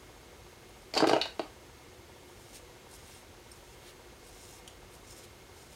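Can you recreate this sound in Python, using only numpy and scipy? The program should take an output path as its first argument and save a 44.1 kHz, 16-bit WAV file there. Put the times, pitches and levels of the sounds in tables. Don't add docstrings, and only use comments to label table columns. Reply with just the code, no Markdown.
import sys
import numpy as np
from scipy import signal
from scipy.fft import rfft, irfft, next_fast_len
from scipy.io import wavfile
from scipy.ndimage import map_coordinates

SR = 44100
rng = np.random.default_rng(int(sys.argv[2]) if len(sys.argv) > 2 else 0)


def unload_audio(sound):
    columns = np.transpose(np.atleast_2d(sound))
    steps = np.round(np.clip(columns, -1, 1) * 32767)
    wavfile.write(sys.argv[1], SR, steps.astype(np.int16))


N = 253957
T = np.arange(SR // 4) / SR


def amp(db):
    return 10 ** (np.asarray(db) / 20)


def unit(x):
    return x / np.sqrt(np.mean(x ** 2) + 1e-20)


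def unit_impact(x):
    return x / np.sqrt(np.sum(x ** 2) / (SR / 100) + 1e-20)


def decay(t, t60):
    return np.exp(-np.log(1000) * t / t60)


def along(points, hz):
    point_hz, values = np.transpose(points)
    return np.interp(np.log(hz + 1), np.log(point_hz + 1), values)


def filtered(x, response):
    size = next_fast_len(len(x) + SR // 4)
    return irfft(rfft(x, size) * response(np.fft.rfftfreq(size, 1 / SR)), size)[:len(x)]


def coloured(x, spectrum):
    return unit(filtered(x, lambda hz: amp(along(spectrum, hz))))


def radiated(x, low_hz, high_hz, order):
    band = signal.butter(order, [low_hz, high_hz], "bandpass", fs=SR, output="sos")
    return unit_impact(signal.sosfilt(band, x))


def wobble(per_second):
    points = rng.standard_normal(int(N * per_second / SR) + 4)
    return map_coordinates(points, [np.arange(N) * per_second / SR])


def add(track, start_s, sound):
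    part = track[max(round(start_s * SR), 0):][:len(sound)]
    part += sound[:len(part)]


def burst(spectrum, t60_s):
    return unit_impact(coloured(rng.standard_normal(len(T)), spectrum) * decay(T, t60_s))


def ring(modes, centre_hz, focus_db, attack_s, rough, t60_scale=1):
    hz, db, t60 = np.transpose(modes)[:, :, None]
    level = amp(db - focus_db * np.log2(hz / centre_hz) ** 2 + 2.0 * rng.standard_normal(hz.shape))
    drift = rough * np.cumsum(rng.standard_normal((len(hz), len(T))), axis=1) * np.sqrt(hz / SR)
    phase = 2 * np.pi * (hz * T + rng.random(hz.shape)) + drift
    partials = level * decay(T, t60 * t60_scale) * np.sin(phase)
    return unit_impact(partials.sum(axis=0) * (1 - np.exp(-T / attack_s)))


# frequency_hz, t60_s
ROOM_DECAY = [(150, 0.21), (500, 0.24), (1500, 0.35), (4400, 0.24), (8000, 0.29), (15000, 0.06)]
def in_room(x, wet_db, near_db=-6):
    hz, t, noise = signal.stft(rng.standard_normal(SR // 2), SR, nperseg=256)
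    build_up = 1 - np.exp(-(t / 0.011) ** 2)
    tail = signal.istft(noise * decay(t, along(ROOM_DECAY, hz)[:, None]) * build_up, SR, nperseg=256)[1]
    delays = (rng.uniform(0.002, 0.009, size=6) * SR).astype(int)
    reflections = np.bincount(delays, rng.standard_normal(6), len(tail))
    out = np.pad(x, (0, len(tail) - 1))
    for response, db in ((reflections, near_db), (tail, wet_db)):
        echo = signal.fftconvolve(x, response)
        out = out + amp(db) * np.linalg.norm(x) / np.linalg.norm(echo) * echo
    return out * np.linalg.norm(x) / np.linalg.norm(out)


# centre_hz, width_hz, level_db
HUM_BANDS = [(50, 18, -64), (358, 31, -64), (486, 14, -70), (2140, 76, -75), (6470, 77, -75),
             (12968, 200, -80), (15181, 200, -85)]
# pitch_hz, level_db
WHINE_TONES = [(2157, -70.5), (15182, -88)]
# frequency_hz, relative_density_db
AIR_SPECTRUM = [(20, -44), (32, -24), (46, -10), (70, 0), (107, -2), (172, -9.5), (250, -9), (400, -7),
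                (677, -12.5), (1030, -14.5), (2000, -17.5), (3520, -19.5), (6340, -23.5), (10000, -27.5),
                (15900, -36)]
def room_tone():
    def hum_response(f):
        density = sum(amp(db) ** 2 / width * np.exp(-np.pi * ((f - hz) / width) ** 2)
                      for hz, width, db in HUM_BANDS)
        return np.sqrt(density * SR / 2)

    hum = filtered(rng.standard_normal(N), hum_response)
    drift_hz = 2.9
    whine = sum(amp(db) * np.sin(2 * np.pi * np.cumsum(hz + drift_hz * wobble(12)) / SR)
                for hz, db in WHINE_TONES)
    air = amp(-54.5) * coloured(rng.standard_normal(N), AIR_SPECTRUM)
    return hum + whine + air


# pitch_hz, relative_level_db, t60_s
BARREL_MODES = [(447, -1, 0.039), (527, 8, 0.019), (750, -3.5, 0.066), (931, -3, 0.068),
                (1150, -4.5, 0.036)]
# start_s, end_s
FOCUS_HUNTS = [(.033, 1.49), (1.5, 2.8), (2.867, 2.96), (3.033, 5.76)]
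def lens_motor():
    step_hz, lead_s = 30, 0.0065
    out = np.zeros(N)
    for start_s, end_s in FOCUS_HUNTS:
        steps = np.arange(np.ceil((end_s - start_s) * step_hz))
        for step in steps[np.isin(steps % 9, (0, 2, 4, 6))]:
            barrel = ring(BARREL_MODES, 750, focus_db=1.0, attack_s=0.0033, rough=0.16)
            tick = amp(-56.5) * radiated(barrel, low_hz=310, high_hz=1520, order=2)
            add(out, start_s + step / step_hz - lead_s, tick)
    return out


# pitch_hz, relative_level_db, t60_s
EARRING_MODES = [(5330, -4, 0.02), (5470, -4.5, 0.021), (8740, 1, 0.026), (9520, 2.5, 0.014),
                 (13100, -17, .02)]
# start_s, level_db
EARRING_TINKS = [(.69, -67), (0.819, -62), (3.516, -50)]
def earring():
    out = np.zeros(N)
    for start_s, level_db in EARRING_TINKS:
        tink = ring(EARRING_MODES, 7900, focus_db=-22, attack_s=0.00073, rough=0.24)
        add(out, start_s, in_room(amp(level_db) * tink, wet_db=-11))
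    return out


# pitch_hz, relative_level_db, t60_s
TABLE_MODES = [(130, 0, 0.08), (300, -42, 0.041), (322.6, -2, 0.072), (439, 1.5, 0.038), (567, -0.5, 0.027),
               (649, 3, 0.03), (782, 3.5, 0.027), (920, -8, 0.049), (1098, -1, 0.021), (1280, -2.5, 0.021),
               (1562, -1, 0.03), (1910, -0.5, 0.015)]
# pitch_hz, relative_level_db, free_t60_s
BRUSH_MODES = [(2440, 2.5, 0.033), (2940, -2, 0.038), (3420, -13, 0.013), (4090, 6.5, 0.015),
               (4420, 2.5, 0.072), (4670, 8, 0.036), (5100, 4, 0.067)]
# frequency_hz, relative_density_db
CRACK_SPECTRUM = [(100, -17), (1500, 15.5), (3000, 19), (5500, 15.5), (7500, 7.5), (10000, 2), (16000, -13)]
# start_s, thud_db, thud_centre_hz, click_db, click_centre_hz, crack_db
BRUSH_IMPACTS = [(0.9381, -37.5, 444, -35.5, 4750, -38), (0.9508, -36.5, 480, -37, 5070, -39),
                 (0.963, -28.5, 497, -45, 4580, -42), (0.9693, -26.5, 645, -39, 4770, -35),
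                 (0.9762, -28, 620, -24.5, 5440, -28), (1.003, -24.5, 834, -48, 4230, -39),
                 (1.0234, -19.5, 383, -61, 3990, -58), (1.03, -23.5, 570, -60, 2660, -60),
                 (1.041, -22, 920, -39.5, 3950, -58), (1.071, -21, 367, -47, 4630, -32.5),
                 (1.087, -53, 713, -32.5, 4700, -42), (1.0935, -24, 760, -36.5, 3740, -34),
                 (1.111, -23, 480, -61, 3450, -46), (1.1323, -18, 523, -32, 4070, -38),
                 (1.164, -23.5, 755, -40, 3130, -46), (1.214, -44, 662, -26, 4290, -35.5),
                 (1.256, -37.5, 1110, -57, 3000, -46), (1.3939, -27, 530, -41, 4270, -47)]
def brush_on_table():
    grip = 0.37
    out = np.zeros(N)
    for start_s, thud_db, thud_hz, click_db, click_hz, crack_db in BRUSH_IMPACTS:
        wood = ring(TABLE_MODES, thud_hz, focus_db=3.5, attack_s=0.0008, rough=0.33)
        plastic = ring(BRUSH_MODES, click_hz, focus_db=10, attack_s=0.0003, rough=0.35, t60_scale=grip)
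        thud = amp(thud_db) * radiated(wood, low_hz=191, high_hz=2420, order=2)
        click = amp(click_db) * radiated(plastic, low_hz=1960, high_hz=click_hz, order=6)
        crack = amp(crack_db) * burst(CRACK_SPECTRUM, t60_s=0.04)
        add(out, start_s, in_room(thud, wet_db=-7, near_db=-8))
        add(out, start_s, in_room(click + crack, wet_db=-3.5, near_db=-6.5))
    return out


def friction(spectrum, slips_per_s, grain_share):
    slips = (rng.random(N) < slips_per_s / SR) * rng.standard_normal(N)
    hiss = rng.standard_normal(N)
    return coloured(np.sqrt(grain_share) * unit(slips) + np.sqrt(1 - grain_share) * hiss, spectrum)


def stroke(peak_s, swell_s, release_s):
    t = np.arange(N) / SR - peak_s
    return np.clip(1 + t / swell_s, 0, 1) ** 1.1 * np.clip(1 - t / release_s, 0, 1) ** 1.13


def earring_response(f):
    return sum(amp(db) / (1 + ((f - hz) / 130) ** 2) for hz, db, _ in EARRING_MODES)


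# frequency_hz, relative_density_db
RUB_SPECTRUM = [(300, -7), (1000, -3.5), (2000, 4.5), (4000, 6), (6000, -9), (12000, -9)]
SLOW_SPECTRUM = [(2500, -25), (4700, -6.5), (5350, 2), (5900, -1.5), (6900, 2), (8200, -6), (10500, -11),
                 (16000, -16)]
FAST_SPECTRUM = [(2500, -21), (5000, -11), (6500, -22), (8300, -4.5), (9700, -12.5), (10600, -9),
                 (13000, -13.5), (16000, -35)]
# peak_s, swell_s, release_s, rub_db, sheen_db, speed (0 to 1)
HAIR_STROKES = [(2.50, .36, .08, -68, -63.5, 0.4), (2.559, 0.046, 0.04, -54.5, -50, 0.37),
                (2.942, 0.063, 0.055, -61.5, -53.5, 0.6), (3.15, .24, 0.085, -59, -57.5, 0.34),
                (3.55, 0.15, 0.23, -69, -64, 0.3), (3.74, .15, .06, -68, -65, 0.2),
                (3.89, 0.13, .06, -56.5, -61.5, 0.2), (4.28, .07, .08, -70, -61, 0.74),
                (4.51, 0.36, 0.13, -62, -56, 0.2), (4.59, .04, 0.019, -60, -61, .5),
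                (4.94, 0.056, 0.059, -64, -58.5, .45), (5.115, 0.098, .05, -61, -53, 0.03),
                (5.18, .06, .09, -61.5, -56, 0.26), (5.245, 0.037, 0.021, -57, -59, 0.6),
                (5.59, 0.077, .14, -65, -60, .35), (5.73, 0.043, .06, -62, -58.5, 0.4)]
def hair_strokes():
    rub_power, slow_power, fast_power = np.zeros((3, N))
    for peak_s, swell_s, release_s, rub_db, sheen_db, speed in HAIR_STROKES:
        touch = stroke(peak_s, swell_s, release_s)
        rub_power += (amp(rub_db) * touch) ** 2
        slow_power += (1 - speed) * (amp(sheen_db) * touch) ** 2
        fast_power += speed * (amp(sheen_db) * touch) ** 2
    rub = np.sqrt(rub_power) * friction(RUB_SPECTRUM, slips_per_s=1400, grain_share=0.21)
    slow = np.sqrt(slow_power) * friction(SLOW_SPECTRUM, slips_per_s=1200, grain_share=0.78)
    fast = np.sqrt(fast_power) * friction(FAST_SPECTRUM, slips_per_s=1400, grain_share=1.0)
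    stirring = friction(FAST_SPECTRUM, slips_per_s=200, grain_share=0.76)
    shimmer = amp(-9) * np.sqrt(slow_power + fast_power) * unit(filtered(stirring, earring_response))
    flicker = amp(1.1 * wobble(45))
    return in_room((rub + slow + fast + shimmer) * flicker, wet_db=-10.5)[:N]


# frequency_hz, relative_density_db
SNAP_SPECTRUM = [(500, -19), (2300, -13), (3000, 5), (4300, -5), (6500, -5), (10000, -8), (16000, -25)]
# start_s, level_db
NAIL_SNAPS = [(4.677, -46), (4.682, -57)]
def nail_snap():
    out = np.zeros(N)
    for start_s, level_db in NAIL_SNAPS:
        snap = amp(level_db) * burst(SNAP_SPECTRUM, t60_s=0.021)
        add(out, start_s, in_room(snap, wet_db=-6))
    return out


def scene():
    return (room_tone() + lens_motor() + earring() + brush_on_table() + hair_strokes() + nail_snap())[None]


def record(dry):
    return np.array([filtered(channel, lambda hz: hz < 15900) for channel in dry])


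dry = scene()
out = record(dry)
unload_audio(out)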